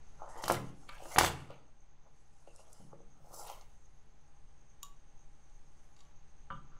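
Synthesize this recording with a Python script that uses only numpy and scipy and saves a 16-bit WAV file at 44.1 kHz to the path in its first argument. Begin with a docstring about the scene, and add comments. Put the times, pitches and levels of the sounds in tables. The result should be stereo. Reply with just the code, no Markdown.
"""A fan hums in a small room, crickets throb outside, a thin whine comes and goes, slow air rocks the microphone.
Over this a circuit board is lifted, dropped, pushed about and turned over on a wooden desk, then tapped
with an iron. Steady layers are wavering sines and shaped noise; blows are short bounces and treble bursts with
dying modes of board and desk; rubbing is uneven grit. Gain control lowers everything a little after loud knocks."""
import sys
import numpy as np
from scipy import signal
from scipy.fft import rfft, irfft
from scipy.io import wavfile
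from scipy.ndimage import uniform_filter1d

SR = 44100
rng = np.random.default_rng(int(sys.argv[2]) if len(sys.argv) > 2 else 0)


def elevation(decibels):
    """Turn decibel levels (scalar or array-like) into linear amplitude ratios."""
    levels = np.asarray(decibels, float)
    return 10 ** (levels / 20)


def file_out(sig):
    """Save sig as 16-bit WAV at sys.argv[1]."""
    # one column per channel
    cols = np.atleast_2d(sig).T
    # limit, then scale
    lim = np.clip(cols, -1, 1)
    pcm = np.round(lim * 32767).astype(np.int16)
    wavfile.write(sys.argv[1], SR, pcm)


N = 299439

# Soft room noise: [f/Hz, relative level/dB per Hz]
AIR_SPECTRUM = [(20, -35), (35, -3.5), (60, -4.5), (150, -10.5), (260, -18.5), (500, -20), (850, -18.5),
                (2000, -25), (5000, -33.5), (7300, -37), (8800, -45), (10000, -62), (16000, -84.5)]
# Slow air rocking the microphone: [f/Hz, level/dB, width/Hz]
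DRAUGHT_BANDS = [(10.39, -56.5, 8.2), (16.4, -56.5, 4.5), (26.4, -65, 9.3), (54, -69, 2.3)]
# Air whistling softly past the fan guard: [f/Hz, level/dB, width/Hz]
DUCT_BANDS = [(806.6, -78, 49)]
# Tones of the fan: [f/Hz, level/dB, waver/Hz]
FAN_TONES = [(73.5, -71, .6), (137, -73.5, .5), (147, -73.5, .5), (220.5, -80.5, .6), (296, -88, 1.5),
             (302, -85, 1), (339, -85, .8), (367, -88, 1), (441, -82, .8), (587, -86, .8), (733, -89, 1),
             (839, -82.5, 1.2), (1028, -92, 1)]
# Hum in opposite phase in the two channels: [f/Hz, level/dB, waver/Hz]
BUZZ_TONES = [(84, -68, 0.64), (176, -91.5, 0.71)]
# Cricket resonance: [f/Hz, relative level/dB per Hz]
CRICKET_BAND = [(5300, -46.5), (5900, -7.0), (6200, -2), (6600, 1.0), (6800, -29), (7100, -22), (7400, -37.5)]
# When the whine sounds: [start t/s, end t/s]
WHINE_SPANS = [(.27, 1.87), (2.27, 3.87), (4.27, 5.88), (6.24, 6.65)]

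# Reverberation of the room: [f/Hz, t60/s]
ROOM_DECAY = [(80, 1), (210, 0.98), (560, 0.33), (1470, 0.43), (3880, 0.36), (8200, 0.28), (15000, .2)]
# The part that differs between the channels: [f/Hz, level/dB]
SIDE_SPECTRUM = [(30, -41.5), (100, -10.5), (200, -13.5), (700, -17.5), (2400, -10.5), (8000, -6),
                 (15000, 5)]
# Steady shift of each channel: [sample value, full scale 1]
CHANNEL_OFFSET = [
    [-.0034],
    [-.0048],
]

# The board drags over the wood; rise and fall are at least 1 ms:
# [t/s of most pressure, level/dB, rise/s per 20 dB, fall/s per 20 dB, edge scratch level/dB re drag]
DRAGS_AT = [(0.229, -53, 0.05, 0.38, -28), (0.364, -48, -0.19, 0.23, -20), (.41, -49, -0.02, 0.05, -12),
            (.436, -46, -0.14, 0.21, -4), (.7, -60.5, 0.34, -0.07, -8), (.828, -63.5, 0, 0.1, -22),
            (0.892, -58, 0.0151, 0.03, 4.5), (.925, -61.5, -0.1, 0.13, 0.5), (.95, -62.5, 0.02, 0.2, 0),
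            (1.026, -55.5, 0.1, -0.2, -14), (1.058, -55, 0.05, 0.22, -10), (1.13, -55.5, 0.04, 0, -2),
            (1.157, -48, 0.16, 0.06, -12), (1.4, -53.5, 0.1, 0.2, -6), (1.506, -48, 0.04, 0.11, -11.5),
            (1.529, -59, 0.04, 0.06, -1), (1.7, -68.5, 0.34, -0.1, -25.5), (2.076, -62, 0.1, 0.02, -28),
            (2.39, -73.5, 0.06, 0.5, -16.5), (2.48, -60.5, 0.04, -0.1, -6.5), (2.55, -67, 0.1, 0.4, -13),
            (2.592, -59, 0, 0.04, -12.5), (2.68, -66.5, 0.3, 0.25, -15), (2.76, -65.5, 0.23, 0.15, -12.5),
            (2.812, -62, -0.1, 0, -11.5), (2.936, -58, 0.07, 0, -28.5), (3.006, -65.5, 0, 0, -15.5),
            (3.258, -59.5, -0.03, -0.09, -26.5), (3.31, -55.5, -0.06, 0.03, -26.5),
            (3.342, -54.5, 0.11, 0.08, -26.5), (3.401, -51.5, 0.23, 0.186, -24),
            (3.45, -54, 0.16, 0.25, -29), (3.48, -49.5, 0.07, 0.09, -13), (3.5, -48.5, 0.09, 0.1459, -6.5),
            (3.545, -69, 0, 0.18, -2), (5.965, -80, -0.1, 0.4, 2.5), (6.01, -69, 0, -0.06, -4),
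            (6.74, -74, 0.2, 1, -12.5)]
# Hiss of the rubbing; rise and fall are at least 1 ms:
# [t/s of most hiss, level/dB, rise/s per 20 dB, fall/s per 20 dB, finest hiss level/dB re the rest]
HISS_AT = [(.29, -65.5, -0.05, 0.37, -16), (.375, -59, 0, .15, -10), (.425, -52, 0.01, 0.14, -2),
           (.438, -52.5, 0, 0.13, 0), (.7, -67, 0.9, -0.4, -20), (.828, -69.5, 0.25, 0.5, -22.5),
           (.892, -61, -0.04, -0.03, -4), (.955, -61, 0.07, -0.07, -2), (1.07, -57.5, 0.13, 0.31, -2.5),
           (1.152, -46, 0.1, 0.0131, -2), (1.4, -62, 0.56, 0.18, -15), (1.506, -59.5, -0.06, 0, -6.5),
           (2.076, -83, -0.05, 10, -30.5), (2.228, -75, 0.16, -2, -30), (2.495, -69, 0.45, -0.1, -29),
           (2.571, -66, 0.18, 0.02, -23.5), (2.61, -61, 0.14, 0.07, -24.5), (2.729, -63, 0.12, 0.16, -10),
           (2.79, -62.5, 0.18, 0.17, -14.5), (3.012, -73.5, -0.1, -0.5, -10.5),
           (3.26, -70.5, -0.1, -1.1, -5), (3.32, -58, -0.1, -0.1, -1.5), (3.342, -50, .02, 0.2156, 1.5),
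           (3.4, -50, 0.13, 0.14, 0), (3.44, -59, 0.11, 0.01, 0), (3.478, -52.5, 0.07, 0.02, -1.5),
           (3.505, -52, 0.076, 0.11, 0), (3.549, -68, -0.33, 0.22, -18), (3.69, -78, -3, 1.5, -20),
           (5.935, -76.5, 1.2, 0.1, -10), (5.966, -73, -0.05, 0.2, -9.5), (6.005, -76, 0.06, 0.15, -20.5)]
# Loose parts rattle while the dropped board settles:
# [t/s, level/dB, hold/s, scratch level/dB re rattle, hiss level/dB re rattle]
RATTLES_AT = [(.49, -41, 0.058, -4, -3.5), (1.163, -41.5, 0.011, -2.5, -12), (1.19, -33, 0.074, 2, -1)]
# Colours of the rubbing, each: [f/Hz, relative level/dB per Hz]
RUMBLE_SPECTRUM = [(150, -45), (300, -22.5), (520, -4.5), (790, -2), (1150, -7), (1400, -9), (1800, -36),
                   (2600, -80.5)]
SCRATCH_SPECTRUM = [(1300, -40), (1750, -8.5), (2250, -2), (2450, -9), (2750, -3), (3050, -4), (3300, -6.5),
                    (3900, -10.5), (4700, -10), (5500, -34.5)]
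HISS_SPECTRUM = [(2060, -44.5), (3500, -14), (5260, -1.5), (7200, -1), (9500, -5), (11200, -4),
                 (12200, -9.5), (15100, -8), (16000, -9)]
# The edge of the board squeaks as it slips: [start t/s, length/s, level/dB, from f/Hz, to f/Hz]
SQUEAKS_AT = [(0.269, 0.25, -66, 1800, 2050), (0.901, 0.094, -62, 1500, 1700),
              (1.105, .038, -55.5, 2150, 2000), (1.14, .015, -55.5, 2140, 2100),
              (1.11, .02, -58, 1600, 1500), (.89, .04, -58, 2300, 2250), (.55, 0.036, -50, 2050, 2050),
              (2.47, 0.051, -67, 2700, 2700), (2.575, 0.051, -69, 2700, 2850), (2.65, .04, -77, 3250, 3250),
              (2.8, .05, -74.5, 3100, 2900), (3.46, 0.034, -59.5, 3900, 3800),
              (3.5, 0.042, -62, 3150, 3200)]

# Thumps that set the desk top swinging: [t/s, level/dB, f/Hz near which the desk answers]
THUMPS_AT = [(0.439, -39, 121), (.499, -27.5, 125), (0.573, -32.5, 184), (1.16, -30.5, 157),
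             (1.182, -19, 75.6), (1.232, -28, 92.02), (1.501, -47.5, 156.1), (2.799, -40, 164.7),
             (2.927, -48.5, 199.7), (3.04, -52.5, 199), (3.17, -50, 140), (3.3, -52.5, 130),
             (6.505, -37.5, 148)]
# Clacks of a loose hollow part: [t/s, level/dB, f/Hz near which it answers]
CLACKS_AT = [(0.8905, -29.5, 1800), (0.909, -39, 2300), (.922, -40, 1300), (0.933, -40, 1700),
             (.97, -49, 1700), (6.5031, -20, 1290), (6.511, -31.5, 1410), (6.516, -32.5, 1306),
             (6.52, -35, 2900), (6.527, -33.5, 1200), (6.536, -35.5, 1510), (6.548, -40, 1400),
             (6.56, -44, 3230), (6.572, -42, 1400), (6.582, -45.5, 1400), (6.718, -47.5, 1300),
             (6.732, -46.5, 1310), (6.748, -48, 1303), (6.757, -48.5, 1300), (6.765, -43, 1305),
             (6.778, -48.5, 1310)]
# The iron's tip sets the held board ringing: [t/s, level/dB]
TAPS_AT = [(4.8299, -19.5), (4.848, -36), (4.857, -39), (4.866, -42), (5.497, -50), (5.964, -45),
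           (5.99, -45), (6.005, -39), (6.05, -49)]
# Ticks of solder pins, part legs and the iron's tip; t60 is held to 2-40 ms: [t/s, peak level/dB, centre f/Hz, t60/s]
TICKS_AT = [(0.44, -29, 5840, 0.014), (.4415, -35.5, 3600, .02), (0.458, -36, 7500, 0.013),
            (0.4808, -28.5, 4400, 0.027), (.482, -31, 10000, 0.032), (0.5021, -31.5, 3970, 0.021),
            (0.521, -23.5, 8400, 0.025), (.8915, -49, 8600, 0.011), (0.8928, -43, 3230, 0.012),
            (1.162, -31.5, 2550, 0.016), (1.1853, -7.5, 5700, 0.048), (1.1862, -12.5, 6660, 0.045),
            (1.2102, -19, 3650, 0.036), (1.2338, -19, 4300, 0.0089), (1.247, -19, 5500, 0.029),
            (1.277, -31, 4500, 0.018), (2.562, -41, 7200, 0.0064), (2.73, -41.5, 7800, 0.019),
            (3.343, -41, 7550, 0.021), (3.398, -40.5, 7040, 0.022), (3.473, -39, 11520, .01),
            (3.481, -42, 4200, 0.023), (3.4993, -38, 6340, 0.012), (3.612, -45.5, 5460, 0.015),
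            (4.826, -54, 6230, .01), (4.831, -31, 11400, .014), (4.851, -56, 11000, 0.016),
            (5.9661, -59.5, 4400, 0.02), (5.991, -56.5, 3580, .025), (6.0078, -54.5, 4000, 0.034),
            (6.504, -55.5, 3300, 0.0098), (6.519, -55, 3000, 0.027), (6.555, -59.5, 3290, 0.047)]
# Knocks of the board on the desk; contact lasts at least 0.5 cycle: [t/s, level/dB, contact f/Hz, contact/cycles]
KNOCKS_AT = [(0.2205, -31.5, 900, 1.55), (0.3583, -40, 870, 0.68), (0.4389, -24.5, 980, 0.65),
             (0.4813, -21.5, 1100, 1.14), (0.5001, -8.5, 890, 0.88), (0.5031, -14, 980, 0.48),
             (0.5112, -14, 754, 0.83), (0.5169, -15.5, 750, 0.89), (0.5472, -22.5, 840, 0.34),
             (1.0242, -39.5, 620, 1.35), (1.0573, -33, 850, 0.71), (1.0605, -36, 900, 0.7),
             (1.1615, -13, 940, 0.46), (1.1723, -25, 627, 0.71), (1.1834, -5.5, 920, 2.3),
             (1.1858, 1, 1150, 0.51), (1.1884, 2, 1280, 0.32), (1.2118, -2, 950, 0.7),
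             (1.2255, -18, 842, 0.78), (1.2344, -12.5, 750, 0.84), (1.24, -13.5, 868, 2.3),
             (1.2469, -6, 997, 0.5), (1.276, -20, 850, 0.72), (1.302, -26, 900, 1.3),
             (1.5049, -36.5, 570, 2.55), (2.0618, -54.5, 701, 1.3), (2.4766, -40, 641, 1.7),
             (2.596, -48, 700, 1.22), (2.8056, -48, 680, 1.05), (2.931, -36.5, 801, 0.95),
             (2.934, -43.5, 501, 3.2), (3.005, -46, 588.4, 0.86), (3.247, -50, 700, 2.2),
             (3.272, -49, 748, 1.6), (3.311, -45.5, 800, 0.92), (3.3402, -38.5, 720, 1.4),
             (3.376, -43, 800, 1.3), (3.3962, -36, 850, 1.4), (3.5012, -33, 850, 2.9)]

# Modes, each: [f/Hz, relative level/dB, t60/s]
DESK_MODES = [(49.7, -4.5, .45), (82.5, -10, 0.85), (98, -9.5, .3), (126, -5, 0.72), (140, -8, 0.89),
              (166.6, -6, 0.68), (198.7, -4, 0.52), (280.5, -9, 0.95)]
# of the loose hollow part
HOLLOW_MODES = [(544, -11, 0.13), (780.7, -16, .1), (981.7, -8, 0.1), (1200, -7.5, 0.18),
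                (1315, 4.5, 0.024), (1470, -2.5, .03), (1700, -11, 0.028), (2250, -16.5, .04),
                (2880, -17.5, 0.07), (3200, -17.5, 0.09), (3540, -21, 0.05), (4500, -22, 0.0298)]
# of the board held in the hand
HELD_MODES = [(990, -11, 0.09), (1136, -1, .2), (2880, -9, .1), (3000, 5, .016), (3290, -9, 0.08),
              (3400, 4, .016), (3740, 6, .025), (4500, 3, .014), (5100, 3, .014), (5760, 5, 0.02),
              (6350, 7, .018), (6810, -5, .08), (6950, 13, .014), (7220, -8, 0.09), (7500, 8, .014)]
# of the board lying on the desk
BOARD_MODES = [(353, 1, 0.22), (475, -2, 0.31), (570, 2.5, 0.15), (725, -2, 0.04), (850, 6, 0.05),
               (960, -1, 0.036), (1238, -6, 0.14), (1811, -5, 0.06), (1950, -9.5, 0.045), (2680, -2, .05),
               (3080, -12.5, .05)]


def evened(x):
    """Scales to rms 1."""
    return x / np.sqrt(np.mean(x ** 2) + 1e-20)


def smoothed_noise(shape, first, second):
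    """Slow random movement of rms 1: noise averaged twice, over two lengths in samples."""
    return evened(uniform_filter1d(uniform_filter1d(rng.standard_normal(shape), size=first), size=second))


def read(points, hz):
    """Value of a table on a log-frequency axis."""
    f, value = np.transpose(points)
    return np.interp(np.log(hz + 1), np.log(f + 1), value)


def add(mix, s, sound):
    """Mixes a sound in at s seconds."""
    part = mix[round(s * SR):][:len(sound)]
    part += sound[:len(part)]


def coloured(x, points):
    """Gives x the spectrum of a table, at rms 1."""
    hz = np.fft.rfftfreq(x.shape[-1], 1 / SR)
    return evened(irfft(rfft(x) * elevation(read(points, hz)), x.shape[-1]))


def fuzzy_lines(lines):
    """Narrow bands of noise: tones that waver."""
    hz = np.fft.rfftfreq(N, 1 / SR)
    noise = rfft(rng.standard_normal(N))
    mix = np.zeros(N)
    for f, db, width in lines:
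        resonance = 1 / (1 + (2 * (hz - f) / width) ** 2)
        mix += elevation(db) * evened(irfft(noise * resonance, N))
    return mix


def hums(lines):
    """Steady tones whose pitch wavers a little."""
    step = 441  # samples between drift points: 10 ms
    drift = evened(uniform_filter1d(rng.standard_normal((len(lines), N // step + 2)), size=12))
    at = np.arange(N) / step
    mix = np.zeros(N)
    for (hz, db, waver), wander in zip(lines, drift):
        pitch = hz + waver * np.interp(at, np.arange(len(wander)), wander)
        mix += elevation(db) * np.sqrt(2) * np.sin(2 * np.pi * np.cumsum(pitch) / SR)
    return mix


def rings(modes, size):
    """Modes of a struck body: dying sines, peak 1."""
    t = np.arange(size) / SR
    ring = sum(elevation(db - 60 * t / t60) * np.sin(2 * np.pi * hz * t) for hz, db, t60 in modes)
    return ring / abs(ring).max()


def favoured(modes, hz, slope_db):
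    """The modes nearest hz answer most, losing slope_db per octave; each blow finds them slightly shifted."""
    return [(f * rng.uniform(.985, 1.015), db - slope_db * abs(np.log2(f / hz)), t60) for f, db, t60 in modes]


def swelling(modes, rise, chatter_db):
    """A body whose swing builds up over rise seconds; after the blow, loose contact makes it chatter."""
    t = np.arange(SR // 2) / SR
    loose = smoothed_noise(len(t), 90, 60) * np.minimum(t / .01, 1)
    return rings(modes, size=len(t)) * (1 - np.exp(-t / rise)) * elevation(chatter_db * loose)


def air():
    """Soft room noise: steady noise with a falling spectrum."""
    return elevation(-66) * coloured(rng.standard_normal(N), AIR_SPECTRUM)


def draught():
    """Slow air rocks the microphone: narrow low noise bands, 3 dB stronger in the second channel."""
    return elevation([[-1.5], [1.5]]) * fuzzy_lines(DRAUGHT_BANDS)


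def fan():
    """The fan's wavering hum, with air whistling softly past its guard."""
    return hums(FAN_TONES) + fuzzy_lines(DUCT_BANDS)


def crickets():
    """Wing strokes 57 a second excite a broad high resonance; the chorus throbs loosely 8 times a second."""
    t = np.arange(N) / SR
    loose_timing, loose_level = smoothed_noise((2, N), 6000, 3000)
    throb_db = 3.2 * np.cos(2 * np.pi * 8.2 * (t - .09) + .7 * loose_timing) + 1.5 * loose_level
    strokes = 1 + .3 * np.cos(2 * np.pi * 57 * t)
    return elevation(-75) * coloured(rng.standard_normal(N) * elevation(throb_db) * strokes, CRICKET_BAND)


def whine():
    """A thin steady tone that drops out every two seconds."""
    t = np.arange(N) / SR
    on = sum((t > start) * (t < end) for start, end in WHINE_SPANS)
    tone = elevation(-84) * np.sqrt(2) * np.sin(2 * np.pi * 8140 * t)
    return tone * uniform_filter1d(1. * on, size=400)


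def pressure(s, db, rise, fall, hold=0):
    """Power, each millisecond, of a contact that builds up to s, holds, and lets go, straight in dB."""
    t = np.arange(0, N / SR, .001) - s
    away = np.maximum(-t / max(rise, .001), (t - hold) / max(fall, .001))
    return elevation(db - 20 * np.maximum(away, 0)) ** 2


def banded(x):
    """Lifts and lowers random narrow patches of the spectrum: the rustle gathers in bands that come and go."""
    patch_db, patch_frames, patch_bins = 3.5, 24, 3
    z = signal.stft(x, nperseg=512, noverlap=384)[2]
    patches = rng.standard_normal(z.shape[::-1]).T
    patches = uniform_filter1d(patches, size=patch_frames, axis=-1)
    patches = uniform_filter1d(patches, size=patch_bins, axis=-2)
    return signal.istft(z * elevation(patch_db * evened(patches)), nperseg=512, noverlap=384)[1][..., :N]


def rubbing():
    """Fine uneven grit under the contact shakes the board, scratches and hisses."""
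    rattle_rise, rattle_fall = .0049, .052  # s per 20 dB
    fine_hz = 11400  # the finest hiss lies above
    # Rows: rumble, scratch, hiss, finest hiss
    power = np.full((4, len(np.arange(0, N / SR, .001))), 1e-14)
    for *push, edge_db in DRAGS_AT:
        power[:2] += pressure(*push) * elevation([[0], [edge_db]]) ** 2
    for *swell, fine_db in HISS_AT:
        power[2:] += pressure(*swell) * elevation([[0], [fine_db]]) ** 2
    for s, db, hold, edge_db, hiss_db in RATTLES_AT:
        balance = elevation([[0], [edge_db], [hiss_db], [hiss_db]]) ** 2
        power += pressure(s, db, rattle_rise, rattle_fall, hold) * balance
    ms = np.arange(N) / SR * 1000
    level = [np.sqrt(np.interp(ms, np.arange(len(p)), p)) for p in power]

    grains_db = 2.3 * np.minimum(rng.exponential(1, (3, N)), 5)
    grit = rng.standard_normal((3, N)) * elevation(grains_db)
    clumps = evened(uniform_filter1d(rng.standard_normal(N), size=200))
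    clumps_db = np.array([[1.6], [2.2], [1.3]]) * clumps
    grit = banded(grit * elevation(clumps_db))
    rumble = coloured(grit[0], RUMBLE_SPECTRUM)
    scratch = coloured(grit[1], SCRATCH_SPECTRUM)
    hiss = coloured(grit[2], HISS_SPECTRUM)
    dull = signal.sosfiltfilt(signal.butter(6, fine_hz, fs=SR, output="sos"), hiss)
    return level[0] * rumble + level[1] * scratch + level[2] * dull + level[3] * (hiss - dull)


def squeak(length, from_hz, to_hz):
    """A narrow band of noise carried along a gliding pitch."""
    width_hz = 260  # of each of two equal smoothing poles
    t = np.arange(0, length, 1 / SR)
    r = np.exp(-np.pi * width_hz / SR)
    noise = rng.standard_normal((len(t), 2)) @ [1, 1j]
    flutter = signal.lfilter([1], np.convolve([1, -r], [1, -r]), noise)
    turns = np.cumsum(from_hz + (to_hz - from_hz) * t / length) / SR
    return evened((flutter * np.exp(2j * np.pi * turns)).real) * np.sin(np.pi * t / length) ** .5


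def squeaks():
    """The edge of the board squeaks as it slips over the wood."""
    mix = np.zeros(N)
    for s, length, db, *glide in SQUEAKS_AT:
        add(mix, s, elevation(db) * squeak(length, *glide))
    return mix


def thumps():
    """Blows set the low modes of the desk top swinging."""
    mix = np.zeros(N)
    for s, db, hz in THUMPS_AT:
        modes = favoured(DESK_MODES, hz, slope_db=9.0)
        add(mix, s, elevation(db) * swelling(modes, rise=0.002, chatter_db=2.5))
    return mix


def clacks():
    """A loose hollow part clacks: its modes swell fast and chatter."""
    mix = np.zeros(N)
    for s, db, hz in CLACKS_AT:
        modes = favoured(HOLLOW_MODES, hz, slope_db=7.0)
        add(mix, s, elevation(db) * swelling(modes, rise=0.0012, chatter_db=2.0))
    return mix


def taps():
    """The iron's tip sets the bright modes of the held board ringing."""
    mix = np.zeros(N)
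    for s, db in TAPS_AT:
        add(mix, s, elevation(db) * swelling(HELD_MODES, rise=0.0004, chatter_db=2.0))
    return mix


def tick(hz, t60, spread):
    """A burst of hard treble around a centre, peak 1; spread scales its width in octaves."""
    t = np.arange(1500) / SR
    octaves = np.clip(spread, .15, 2) * np.array([-2, -.7, 0, .7, 2])
    band = list(zip(hz * 2 ** octaves, [-36, -4, 0, -4, -36]))
    shape = elevation(-60 * t / np.clip(t60, .002, .04)) * (1 - np.exp(-t / 0.00033))
    burst = coloured(rng.standard_normal(1500), band) * shape
    return burst / abs(burst).max()


def ticks():
    """Small hard contacts of pins, legs and tip; a harder tick covers more octaves."""
    mix = np.zeros(N)
    for s, db, *colour in TICKS_AT:
        add(mix, s - .0007, elevation(db) * tick(*colour, spread=1.5 + .022 * db))
    return mix


def knock(hz, cycles, ring_db):
    """A short bounce at the contact pitch, centred 4 ms in; it rings the board modes near that pitch."""
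    t = np.arange(round(.008 * SR)) / SR - .004
    window = np.exp(-(2 * t * hz / np.clip(cycles, .5, 5)) ** 2)
    bounce = -np.sin(2 * np.pi * hz * t) * window
    modes = favoured(BOARD_MODES, hz, slope_db=2.0)
    ring = signal.fftconvolve(rings(modes, size=SR // 5), bounce)
    sound = elevation(ring_db) * ring / abs(ring).max()
    add(sound, 0, bounce)
    return sound


def knocks():
    """The board strikes the desk; a soft knock leaves the board freer to ring."""
    mix = np.zeros(N)
    for s, db, *contact in KNOCKS_AT:
        add(mix, s - .004, elevation(db) * knock(*contact, ring_db=-23 - .4 * db))
    return mix


def room(x):
    """Echo of the room: sparse taps of random sign, each band dying at its own speed."""
    impulses = np.zeros(SR)
    at = np.arange(200, SR - 20, 20)
    impulses[at + rng.integers(0, 20, len(at))] = rng.choice([-1., 1.], len(at))
    hz, t, z = signal.stft(impulses, SR, nperseg=256)
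    t60 = np.clip(read(ROOM_DECAY, hz), .05, 2)[:, None]
    tail = signal.istft(z * elevation(-60 * t / t60), SR, nperseg=256)[1]
    return signal.fftconvolve(x, tail / np.linalg.norm(tail))[:N]


def two_ports(mid, spread):
    """The channels are nearly alike; a scattered copy of spread, a few milliseconds long, sets them apart."""
    scatter = rng.standard_normal(300) * signal.windows.tukey(300, .3) / np.sqrt(300)
    z = rfft(signal.oaconvolve(spread, scatter)[:N])
    side_gain = elevation(read(SIDE_SPECTRUM, np.fft.rfftfreq(N, 1 / SR)))
    side = irfft(z * side_gain, N) + hums(BUZZ_TONES)
    return np.array([mid + side, mid - side])


def scene():
    """Board, desk and iron in the room over the steady background."""
    around = air() + fan() + crickets() + whine()
    strokes = rubbing() + squeaks()
    desk = thumps()
    treble = clacks() + taps() + ticks()
    hits = knocks()
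    echo = room(elevation(-9) * hits + elevation(-11.5) * treble + elevation(-10.5) * strokes)
    hands = hits + treble + strokes + desk + echo
    spread = around + elevation(-18) * hands  # the desk lies straight ahead
    return two_ports(hands + around, spread) + draught()


def low_pass(x):
    """Removes everything above the highest recorded frequency."""
    return signal.sosfilt(signal.butter(12, 16640, fs=SR, output="sos"), x)


def record(dry):
    """Gain control steps down at a loud knock and creeps back over seconds; then the band limit."""
    threshold_db, fall_db_per_s, share = -29, 1.8, .33  # share of the excess that is taken off
    power_db = 10 * np.log10(abs(uniform_filter1d((dry ** 2).mean(0), size=400)) + 1e-12)
    creep = np.arange(N) * fall_db_per_s / SR
    peak_db = np.maximum.accumulate(power_db + creep) - creep  # held peak, sinking steadily
    over_db = np.maximum(peak_db - threshold_db, 0)
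    held = (dry + CHANNEL_OFFSET) / elevation(share * uniform_filter1d(over_db, size=200))
    edge = signal.firwin(511, 15750, window=("kaiser", 9), fs=SR)  # low-pass, Hz
    mix = signal.oaconvolve(held, edge[None], "same")
    return low_pass(mix)


dry = scene()
out = record(dry)
file_out(out)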